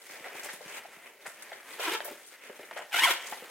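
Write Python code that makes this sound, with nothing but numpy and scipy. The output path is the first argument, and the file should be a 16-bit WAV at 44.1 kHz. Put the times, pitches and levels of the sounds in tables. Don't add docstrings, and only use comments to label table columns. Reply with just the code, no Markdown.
import sys
import numpy as np
from scipy import signal
from scipy.fft import rfft, irfft
from scipy.io import wavfile
from scipy.ndimage import uniform_filter1d

SR = 44100
rng = np.random.default_rng(int(sys.argv[2]) if len(sys.argv) > 2 else 0)


def bounce(signal):
    frames = np.transpose(np.atleast_2d(signal))
    limited = np.clip(frames, -1, 1)
    pcm = np.round(limited * 32767).astype(np.int16)
    wavfile.write(sys.argv[1], SR, pcm)


def attenuation_scalar(level_db):
    decades = np.asarray(level_db, float) / 20
    return 10 ** decades


N = 154350


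# (time [s], level [dB], treble lift before levelling [dB])
RUSTLE = [(0, -54, 0.5), (.08, -52.5, 3), (.13, -45, -1), (.22, -47.5, -3), (.28, -46, -2.5),
          (.45, -43, 0.5), (.58, -49, 1), (.72, -45, -1), (.95, -52, -2.5), (1.17, -55, -5.5),
          (1.34, -50.5, -1.5), (1.6, -51, -2), (1.76, -49.5, 1.5), (2.03, -49.5, -0.5), (2.3, -54.5, 2),
          (2.47, -50, -5), (2.66, -53, 1), (2.82, -44, -8), (2.88, -65.5, 9), (3.25, -47, 1),
          (3.5, -49, 0.5)]
# (frequency [Hz], density [dB per Hz])
LEATHER_TONE = [(40, -20), (130, -24), (230, -10), (450, -1.5), (660, -1.5), (1100, -5.5), (1600, -1),
                (2080, 2), (4340, -12.5), (9940, -12.5), (16000, -19.5)]
CREASES_PER_S, CREASE_SHARE = 300, 0.64
CRACKS_PER_S, CRACK_SHARE = 90, 0.45
FLUTTER_DB, PATCHY_DB = 2, 1.5
TREBLE_HZ = 3700


def rustle(t):
    freq = np.arange(N // 2 + 1) * SR / N
    together = walk(24.98)
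    cracks = creases(CRACKS_PER_S)
    out = 0
    for hz in 60 * 2 ** np.arange(0, 8.6, .5):
        share = np.cos(np.pi / 2 * np.clip(2 * np.log2((freq + 1) / hz), -1, 1))
        contact = rng.standard_normal(N) + CREASE_SHARE * creases(CREASES_PER_S) + CRACK_SHARE * cracks
        banded = irfft(rfft(contact) * share, N)
        lift_db = curve(RUSTLE, 2, t) * (hz > TREBLE_HZ)
        out = out + banded * attenuation_scalar(FLUTTER_DB * together + PATCHY_DB * walk(18) + lift_db)
    return unit(colour(out, LEATHER_TONE)) * attenuation_scalar(curve(RUSTLE, 1, t))


CREASE_SPREAD_DB = 0.5


def creases(per_s):
    draw = rng.random((3, N))
    happens = draw[0] < per_s / SR
    size = attenuation_scalar(-CREASE_SPREAD_DB * np.log(1 - .98 * draw[1]))
    return unit(happens * size * np.sign(draw[2] - .5))


# (time [s], level [dB], slip rate [per s], smear [0-1])
DRAGS = [
    [(1.775, -52, 450, 0.61), (1.8, -38.5, 470, 0.65), (1.84, -33, 450, 0.68), (1.865, -34.5, 355, 0.49),
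     (1.885, -33.5, 313, 0.34), (1.91, -36.5, 435, 0.59), (1.935, -31.5, 440, 0.47), (1.96, -38, 440, 0.4),
     (1.975, -45.5, 400, 0.5), (1.99, -59, 470, 0.8)],
    [(2.912, -49.5, 870, 0.45), (2.935, -31, 740, 0.57), (2.955, -27, 680, 0.47), (2.98, -26.5, 760, 0.57),
     (3.0, -26, 880, 0.42), (3.02, -26.5, 950, 0.55), (3.035, -23, 1014, 0.42), (3.05, -22, 1100, 0.38),
     (3.066, -25, 770, 0.48), (3.09, -24, 633, 0.48), (3.108, -24, 520, 0.88), (3.122, -29, 410, 0.95),
     (3.2, -57, 310, 0.83)],
]
# (frequency [Hz], density [dB per Hz])
DRAG_TONE = [(60, -53), (250, -20.5), (345, -11.5), (600, -13.5), (950, -6), (1200, -9.5), (1450, -4),
             (2050, -6), (3020, -4), (4420, -16), (12700, -16), (16000, -22)]
SLIP_JITTER, SLIP_SPREAD_DB = 0.11, 1.5
PANEL_DB = 0.5
SHIFTS_PER_S, NEAR_T60_S = 220, 0.053


def drag(t, rows):
    smear = np.clip(curve(rows, 3, t), 0, 1)
    slip_rate = curve(rows, 2, t) * (1 + SLIP_JITTER * smear * walk(600))
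    phase = np.cumsum(slip_rate / SR) % 1
    slips = unit(np.exp(-phase / 0.052) - .04) * attenuation_scalar(SLIP_SPREAD_DB * walk(300))
    slips = slips + attenuation_scalar(PANEL_DB) * tail(slips * walk(SHIFTS_PER_S), NEAR_T60_S)
    slide = rng.standard_normal(N) * attenuation_scalar(2 * walk(150))
    grain = unit(colour((1 - smear) * slips + smear * slide, DRAG_TONE))
    touching = (t > rows[0][0]) * (t < rows[-1][0])
    return grain * attenuation_scalar(curve(rows, 1, t)) * touching


# (time [s], peak level [dB], hollow pitch [Hz], snap over hollow [dB])
KNOCKS = [(0.092, -48.5, 625, 9), (0.352, -39.5, 870, -2), (0.487, -45, 746, 14), (0.606, -38, 600, -18),
          (0.848, -36.5, 707, -21), (1.524, -41.5, 586, 6.5), (1.792, -30.5, 650, -8), (2.05, -36, 620, 0),
          (2.079, -34.5, 580, -6.5), (2.108, -37.5, 442, -11), (2.496, -36, 474, -7),
          (2.593, -36.5, 500, -7), (2.629, -44, 474, 2), (3.274, -52.5, 696, 16.5), (3.323, -29, 828, -3.5),
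          (3.422, -37.5, 400, -25)]
KNOCK_WIDTH_HZ, KNOCK_S = 325, 0.015
SNAP_HZ, SNAP_WIDTH_HZ, SNAP_S = 1745, 1320, 0.023


def knocks():
    out = np.zeros(N)
    for s, db, hz, snap_db in KNOCKS:
        hollow = burst(KNOCK_S, db, hz, KNOCK_WIDTH_HZ)
        snap = burst(SNAP_S, db + snap_db, SNAP_HZ, SNAP_WIDTH_HZ)
        add(out, s, hollow + snap)
    return out


# (time [s], peak level [dB], length [s])
SCUFFS = [(0.24, -34, 0.078), (1.252, -30.5, 0.044), (1.518, -31.5, 0.0047), (2.004, -26.5, 0.0019),
          (2.71, -31.5, 0.0088), (2.761, -29.5, 0.053)]
BAG_HZ, BAG_DB = 650, -3.5


def scuffs():
    out = np.zeros(N)
    for s, db, length_s in SCUFFS:
        crackle = burst(length_s, db, SNAP_HZ, SNAP_WIDTH_HZ)
        hollow = burst(length_s, db + BAG_DB, BAG_HZ, KNOCK_WIDTH_HZ)
        add(out, s, crackle + hollow)
    return out


# (time [s], peak level [dB], centre [Hz], length [s])
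BRIGHT_RUSTLES = [(0.432, -35.5, 6700, 0.021), (0.443, -34.5, 10100, 0.021), (0.53, -37.5, 9450, 0.042),
                  (1.261, -38, 8300, 0.058), (1.4202, -41, 8700, 0.026), (2.044, -29.5, 15400, 0.041),
                  (2.11, -41, 15000, 0.026), (2.261, -44.5, 8600, 0.049), (2.772, -41.5, 7060, 0.03),
                  (3.26, -36, 7050, 0.043), (3.291, -39, 13500, 0.052), ]
BRIGHT_WIDTH = 0.75


def bright_rustles():
    out = np.zeros(N)
    for s, db, hz, length_s in BRIGHT_RUSTLES:
        add(out, s, burst(length_s, db, hz, BRIGHT_WIDTH * hz))
    return out


# (time [s], peak level [dB])
THUDS = [(0.096, -56), (0.202, -48), (0.347, -47), (0.436, -57), (.534, -47), (0.657, -46), (0.883, -59),
         (0.968, -53), (1.276, -49), (1.923, -48), (2.1, -52), (2.59, -54), (3.024, -43), (3.322, -46.5)]
THUD_HZ, THUD_S = 219, 0.0071


def thuds():
    out = np.zeros(N)
    for s, db in THUDS:
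        add(out, s, burst(THUD_S, db, THUD_HZ, THUD_HZ))
    return out


# (frequency [Hz], side minus mid [dB])
SPACING = [(200, -31.5), (700, -6.5), (2400, -9.5), (4400, 1), (15000, -0.5)]


def near_reflections(mid):
    return colour(tail(mid * walk(SHIFTS_PER_S), NEAR_T60_S), SPACING)


ROOM_T60_S, ROOM_DB, ROOM_DULL_HZ = 0.59, -8, 5500


def room(bag):
    dull = signal.lfilter(*signal.butter(1, ROOM_DULL_HZ, fs=SR), bag)
    return attenuation_scalar(ROOM_DB) * tail(dull, ROOM_T60_S)


def hiss():
    return attenuation_scalar(-65.5) * rng.standard_normal(N)


def tail(x, t60_s):
    t = np.arange(SR // 2) / SR
    echoes = rng.standard_normal(SR // 2) * np.exp(-np.log(1000) * t / t60_s)
    return signal.fftconvolve(x, echoes / np.sqrt(np.sum(echoes ** 2)))[:N]


RISE_SHARE = 0.054


def burst(length_s, peak_db, hz, width_hz):
    t = np.arange(8192) / SR
    ragged = attenuation_scalar(3 * np.repeat(rng.standard_normal(64), 128))
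    rise = 1 - np.exp(-t / (RISE_SHARE * length_s))
    decay = np.exp(-np.log(1000) * t / (4 * max(length_s, .001)))
    contacts = rng.standard_normal(len(t)) * ragged * rise * decay
    ring = band(band(contacts, hz, width_hz), hz, width_hz)
    return ring * attenuation_scalar(peak_db) / np.abs(ring).max()


def band(x, hz, width_hz):
    return signal.lfilter(*signal.iirpeak(min(hz, .45 * SR), hz / width_hz, SR), x)


def colour(x, table):
    freq = np.maximum(np.arange(1025) * SR / 2048, 10)
    hz, db = np.array(table, float).T
    cepstrum = irfft(np.interp(np.log(freq), np.log(hz), db) * np.log(10) / 20)
    cepstrum[1:1024] *= 2
    cepstrum[1025:] = 0
    response = irfft(np.exp(rfft(cepstrum)))
    return signal.fftconvolve(x, response)[:len(x)]


def walk(rate):
    k = int(SR / rate)
    held = np.repeat(rng.standard_normal(N // k + 1), k)
    return unit(uniform_filter1d(held, k)[:N])


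def curve(table, col, t):
    return np.interp(t, [r[0] for r in table], [r[col] for r in table])


def unit(x):
    return x / np.sqrt(np.mean(x ** 2))


def add(out, s, x):
    i = int(s * SR)
    out[i:i + len(x)] += x[:len(out) - i]


LEFT_DB = 0.8


def scene():
    t = np.arange(N) / SR
    drags = sum(drag(t, rows) for rows in DRAGS)
    bag = rustle(t) + drags + knocks() + scuffs() + bright_rustles() + thuds()
    mid = bag + room(bag) + hiss()
    side = near_reflections(mid)
    return np.array([(mid + side) * attenuation_scalar(LEFT_DB / 2), (mid - side) * attenuation_scalar(-LEFT_DB / 2)])


def band_limit(x):
    return signal.sosfilt(signal.butter(12, 16820, fs=SR, output="sos"), x)


def record(dry):
    thinned = signal.sosfilt(signal.butter(2, 89, "high", fs=SR, output="sos"), dry)
    mix = signal.sosfilt(signal.ellip(10, .2, 70, 15900, fs=SR, output="sos"), thinned)
    return band_limit(mix)


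dry = scene()
out = record(dry)
bounce(out)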